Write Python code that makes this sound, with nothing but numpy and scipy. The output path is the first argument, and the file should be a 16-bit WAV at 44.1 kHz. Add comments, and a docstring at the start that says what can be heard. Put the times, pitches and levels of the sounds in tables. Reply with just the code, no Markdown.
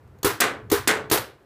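"""A quiet backyard, with far traffic rumbling underneath. A paintball marker (the gun) fires three times. Each
time its bolt clacks, then air bursts from the barrel with a hollow pop and scatters round the yard. The balls
of the first two shots smack a sheet-metal shed, which rings. The third fires no ball: a brighter hiss and no
hit."""
import sys
import numpy as np
from scipy import signal
from scipy.fft import rfft, irfft
from scipy.io import wavfile

SR = 44100
rng = np.random.default_rng(int(sys.argv[2]) if len(sys.argv) > 2 else 0)


def master(y):
    """Save y as 16-bit WAV."""
    cut = np.clip(np.atleast_2d(y).T, -1, 1)
    pcm = np.round(cut * 32767)  # scale
    wavfile.write(sys.argv[1], SR, pcm.astype(np.int16))


N = 63945
T = np.arange(N) / SR
FREQS = np.arange(N // 2 + 1) * SR / N


def amp(db):
    """Turn decibels into a gain."""
    return 10 ** (np.asarray(db) / 20)


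def at_hz(points, hz, column=1):
    """Look up a table's value at a given frequency."""
    table = np.array(points)
    return np.interp(np.log(np.maximum(hz, 1)), np.log(table[:, 0]), table[:, column])


def bass_cut(x, hz):
    """Turn down the sound below hz."""
    return signal.sosfilt(signal.butter(2, hz, "high", fs=SR, output="sos"), x + 1e-18)


def noise(tone, grain_db=0):
    """Noise shaped by a tone table, then scaled to level 1; grain roughens it."""
    white = rng.standard_normal(N) * amp(grain_db * rng.standard_normal(N))
    shaped = irfft(rfft(white) * amp(at_hz(tone, FREQS)), N)
    return shaped / np.sqrt(np.mean(shaped ** 2) + 1e-20)


def envelope(start, hold, fade, rise=0.00065):
    """Rise, hold, die away. A fade is the time taken to drop 60 dB."""
    age = np.maximum(T - start, 0)
    return (1 - np.exp(-age / rise)) * amp(-60 * np.maximum(age - hold, 0) / fade)


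def ring(start, hz, fade, rise=1e-6):
    """One dying note of a struck object."""
    return np.sin(2 * np.pi * hz * (T - start)) * envelope(start, 0, fade, rise)


def pulse(start, width):
    """A pressure wave: a sudden push, then a gentler pull."""
    age = np.maximum(T - start, 0) / width
    return (T > start) * (1 - age / 2) * np.exp(-age / 2)


def scatter(start, tone, fades, rises):
    """Grainy noise in bands from low to high, each swelling and dying at its own pace."""
    source, out = rfft(noise(tone, grain_db=4)), 0
    centres = np.geomspace(60, 15000, 14)
    for hz, weights in zip(centres, np.eye(len(centres))):
        band = irfft(source * at_hz(np.c_[centres, weights], FREQS), N)
        out += band * envelope(start, at_hz(fades, hz), at_hz(fades, hz, column=2), at_hz(rises, hz))
    return out


def slaps(start, echoes):
    """Sharp echoes off nearby walls."""
    return bass_cut(sum(amp(db) * pulse(start + delay, width=.00012) for delay, db in echoes), 240)


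# Tone of the traffic's wash and of its rumble (frequency [Hz], level [dB])
WASH_TONE = [(40, -15), (170, -1.5), (280, 1.5), (420, 4.5), (650, -3.5), (1000, -4), (1700, -10),
             (3000, -21), (6000, -29), (15000, -31)]
RUMBLE_TONE = [(25, -10), (45, -6), (70, 2), (120, 4.5), (180, -7.5), (280, -17.5), (600, -33),
               (2000, -67.5)]
# How the rumble swells (time [s], level [dB])
RUMBLE_SWELL = [(0, -52), (.1, -49), (.35, -52), (.62, -44), (.95, -47.5), (1.2, -46.5), (1.32, -57),
                (1.45, -62)]
def traffic():
    """Far traffic: a steady wash over a deep rumble that comes and goes."""
    swell = amp(np.interp(T, *np.transpose(RUMBLE_SWELL)))
    return amp(-57.5) * noise(WASH_TONE) + swell * noise(RUMBLE_TONE)


# Faint ticks (time [s], level [dB])
TICKS = [(0.076, -67), (0.1867, -59), (1.4274, -71)]
def faint_ticks():
    """Tiny clicks that sound like a short, quiet bolt clack."""
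    return sum(amp(db) * bolt_clack(start, rattle_fade=0.017) for start, db in TICKS)


# Echoes off the shed (delay [s], level [dB])
SHED_ECHOES = [(0.06, -4.5), (0.068, -7.5)]
# Their tone (frequency [Hz], level [dB])
ECHO_TONE = [(100, -11), (400, -3.5), (900, 1.5), (1700, -5.5), (3000, -11), (6000, -15), (16000, -24)]
def shed_echoes(start):
    """The air blast bounces back from the front of the shed."""
    return sum(amp(db) * noise(ECHO_TONE, grain_db=4) * envelope(start + delay, hold=0.0026, fade=0.027)
               for delay, db in SHED_ECHOES)


def low_echo(start):
    """A soft, low boom returns late after a shot."""
    delay_s, width_s, pitch_hz = 0.092, 0.0091, 114
    age = T - start - delay_s
    return amp(-35.5) * np.sin(2 * np.pi * pitch_hz * age) * np.exp(-.5 * (age / width_s) ** 2)


# Clear notes of the shed's panels (frequency [Hz], level [dB], fade [s])
PANEL_NOTES = [(700, -15, .33), (1075, -15, .26), (1170, -14, .26), (1264, -13, .3), (1448, -14, .24),
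               (1503, -15, .36), (1568, -11, .27), (1660, -16, .34), (1803, -12, .26), (1908, -13, .27),
               (2004, -12, .24), (2100, -14, .22), (2449, -13, .2), (3567, -17, .2), (4135, -19, .2),
               (4755, -17, .2)]
# Tone of their blurred ringing (frequency [Hz], level [dB])
PANEL_TONE = [(40, -24.5), (110, -2), (200, -4), (400, 0.5), (650, -1.5), (1000, -2), (1500, 2.5),
              (2200, 0), (3200, -2), (5000, -9.5), (8000, -4), (12000, -12), (16000, -21.5)]
# How it dies away (frequency [Hz], hold [s], fade [s])
PANEL_FADES = [(100, 0.013, 0.73), (386, 0.05, 0.52), (900, 0.051, 0.39), (1600, 0.046, 0.34),
               (2320, 0.013, 0.32), (4000, 0.012, 0.29), (8100, .004, 0.2), (14000, .003, 0.21)]
# How it builds (frequency [Hz], rise [s])
PANEL_RISES = [(100, .008), (500, 0.0014), (1000, 0.017), (1500, 0.0053), (2400, 0.0074), (4000, .001),
               (14000, 0.00061)]
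def shed_ring(start, low_db):
    """Ringing spreads through the metal. The lowest note's strength depends on where the ball lands."""
    notes = sum(amp(4.5 + db) * ring(start + rng.uniform(0.00195, 0.0092), hz, fade, rise=0.0027)
                for hz, db, fade in PANEL_NOTES)
    low_note = amp(low_db) * ring(start, hz=432, fade=0.56, rise=0.0036)
    return notes + low_note + scatter(start, PANEL_TONE, PANEL_FADES, PANEL_RISES)


# Tone of the bursting ball (frequency [Hz], level [dB])
SPLAT_TONE = [(500, 3.5), (2000, -2.5), (4500, 1.5), (8000, 5), (11000, 0.5), (16000, 4)]
# Wall echoes of a hit (delay [s], level [dB])
HIT_SLAPS = [(.0178, -0.5), (.0385, -4), (.0455, -27)]
# Hits (time [s], ringing [dB], smack [dB], lowest note within the ringing [dB])
HITS = [(0.4033, -17.5, -5, -10), (0.8749, -17.5, 2.5, -4)]
def ball_hits():
    """Each ball smacks the shed, flexes the metal, bursts and sets the panels ringing."""
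    out = 0
    for start, ring_db, smack_db, low_db in HITS:
        flex = amp(-11) * ring(start, hz=397, fade=0.014)
        smack = amp(smack_db) * bass_cut(pulse(start, width=0.00013) + flex, 240)
        splat = amp(-9) * noise(SPLAT_TONE) * envelope(start + 0.0016, hold=0.0011, fade=0.028)
        ringing = amp(ring_db) * shed_ring(start, low_db)
        out += splat - smack + slaps(start, HIT_SLAPS) + ringing
    return bass_cut(out, 104)


# Notes of the marker's body (frequency [Hz], level [dB], fade [s])
BODY_NOTES = [(400, -8, .09), (1200, -12, .05), (3400, -12, .035), (4380, -7, .04), (6650, -7, .035),
              (7100, -10, .03), (8350, -11, .035), (13950, -7, .025)]
# Tone of the bolt's snap and rattle (frequency [Hz], level [dB])
BOLT_TONE = [(300, -3.5), (1200, 2), (2400, -5.5), (4400, -2.5), (6800, -4), (9800, -9.5), (12500, -5),
             (14000, -3.5), (16000, -4.5)]
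def bolt_clack(start, rattle_fade):
    """The sliding bolt snaps, rattles briefly and makes the marker's body ring."""
    snap = envelope(start, hold=0.00069, fade=.028)
    rattle = amp(-12) * envelope(start, hold=0, fade=rattle_fade)
    body = sum(amp(db) * ring(start, hz, fade) for hz, db, fade in BODY_NOTES)
    return amp(-0.5) * noise(BOLT_TONE) * (snap + rattle) + body


# Tone of the blast with and without a ball (frequency [Hz], level [dB])
LOADED_TONE = [(40, -8.5), (100, 1.5), (200, -6.5), (330, 4.5), (650, -6.5), (1000, 1.5), (1600, -1),
               (2500, -8), (4000, -7.5), (7000, -11.5), (12000, -10.5), (16000, -9.5)]
EMPTY_TONE = [(40, -6.5), (100, -0.5), (220, -3), (400, 7), (650, 2), (1000, -0.5), (1600, -2),
              (2500, -6.5), (4000, -4.5), (7000, -10.5), (12000, -4.5), (16000, -7)]
# How it dies away in the yard (frequency [Hz], hold [s], fade [s])
AIR_FADES = [(60, 0.016, .25), (200, 0.0065, 0.35), (441, 0.014, 0.38), (900, 0.024, 0.31),
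             (1500, 0.032, 0.35), (3400, 0.012, 0.32), (7960, 0.021, .24), (14000, 0.023, .2)]
def air_blast(start, loaded):
    """The burst of air scatters off fences and plants."""
    tone = LOADED_TONE if loaded else EMPTY_TONE
    return scatter(start, tone, AIR_FADES, rises=[(100, 0.00074), (10000, 0.00067)])


# Notes of the barrel's pop (frequency [Hz], level [dB], fade [s], delay [s], rise [s])
POP_NOTES = [(327.8, 4.5, 0.078, 0.00058, 0.0039), (408.1, 0.5, 0.16, 0.00871, 0.00087),
             (464, -5, 0.16, 0.01104, 0.0023), (377, -0.5, 0.025, 0.0112, 0.00017),
             (273, -9, 0.057, 0.0023, .003)]
# Tone of the air jet's crack (frequency [Hz], level [dB])
CRACK_TONE = [(500, 5.5), (2000, -24), (4500, -11), (8000, -4), (13000, -4), (16000, -2.5)]
# Wall echoes of the pressure wave (delay [s], level [dB])
SHOT_SLAPS = [(0.0197, -17.5), (.0605, -28), (.0712, -19)]
def barrel_burst(start, crack_db, pop_db, wave_db):
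    """Air leaves the barrel: a pressure wave, the jet's crack and the tube's hollow pop."""
    wave = amp(wave_db) * pulse(start + 0.00062, width=0.00037)
    crack = amp(crack_db) * noise(CRACK_TONE) * envelope(start + 0.0016, hold=0.0048, fade=0.0079)
    notes = sum(amp(db) * ring(start + delay, hz, fade, rise) for hz, db, fade, delay, rise in POP_NOTES)
    pop = amp(pop_db) * bass_cut(notes, 87)
    return crack - pop - wave + slaps(start, SHOT_SLAPS)


# Shots (time [s], bolt [dB], crack [dB], pop [dB], air blast [dB], shed echo [dB],
# pressure wave [dB], ball loaded [0 or 1])
SHOTS = [(0.2450, -25.5, -16, -15.5, -19, -22.5, -15, 1), (0.7149, -30, -16.5, -11, -20.5, -24, -16, 1),
         (1.1137, -27, -21, -18, -15.5, -14, -5, 0)]
def marker_shots():
    """The bolt clacks just before the air bursts out, and echoes follow."""
    out = 0
    for start, bolt_db, crack_db, pop_db, air_db, echo_db, wave_db, loaded in SHOTS:
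        out += amp(bolt_db) * bolt_clack(start - .0141, rattle_fade=0.21)
        out += barrel_burst(start, crack_db, pop_db, wave_db)
        out += amp(air_db) * air_blast(start, loaded)
        out += amp(echo_db) * shed_echoes(start) + low_echo(start)
    return out


def scene():
    """Mix traffic, shots, hits and ticks into one channel."""
    return (traffic() + marker_shots() + ball_hits() + faint_ticks())[None]


def record(dry):
    """The microphone drops the deep bass and rounds off peaks; the highest treble is cut."""
    rounded = .9 * np.tanh(bass_cut(dry, 56) / .9)
    return signal.sosfilt(signal.ellip(10, .2, 70, 15400, fs=SR, output="sos"), rounded)


dry = scene()
out = record(dry)
master(out)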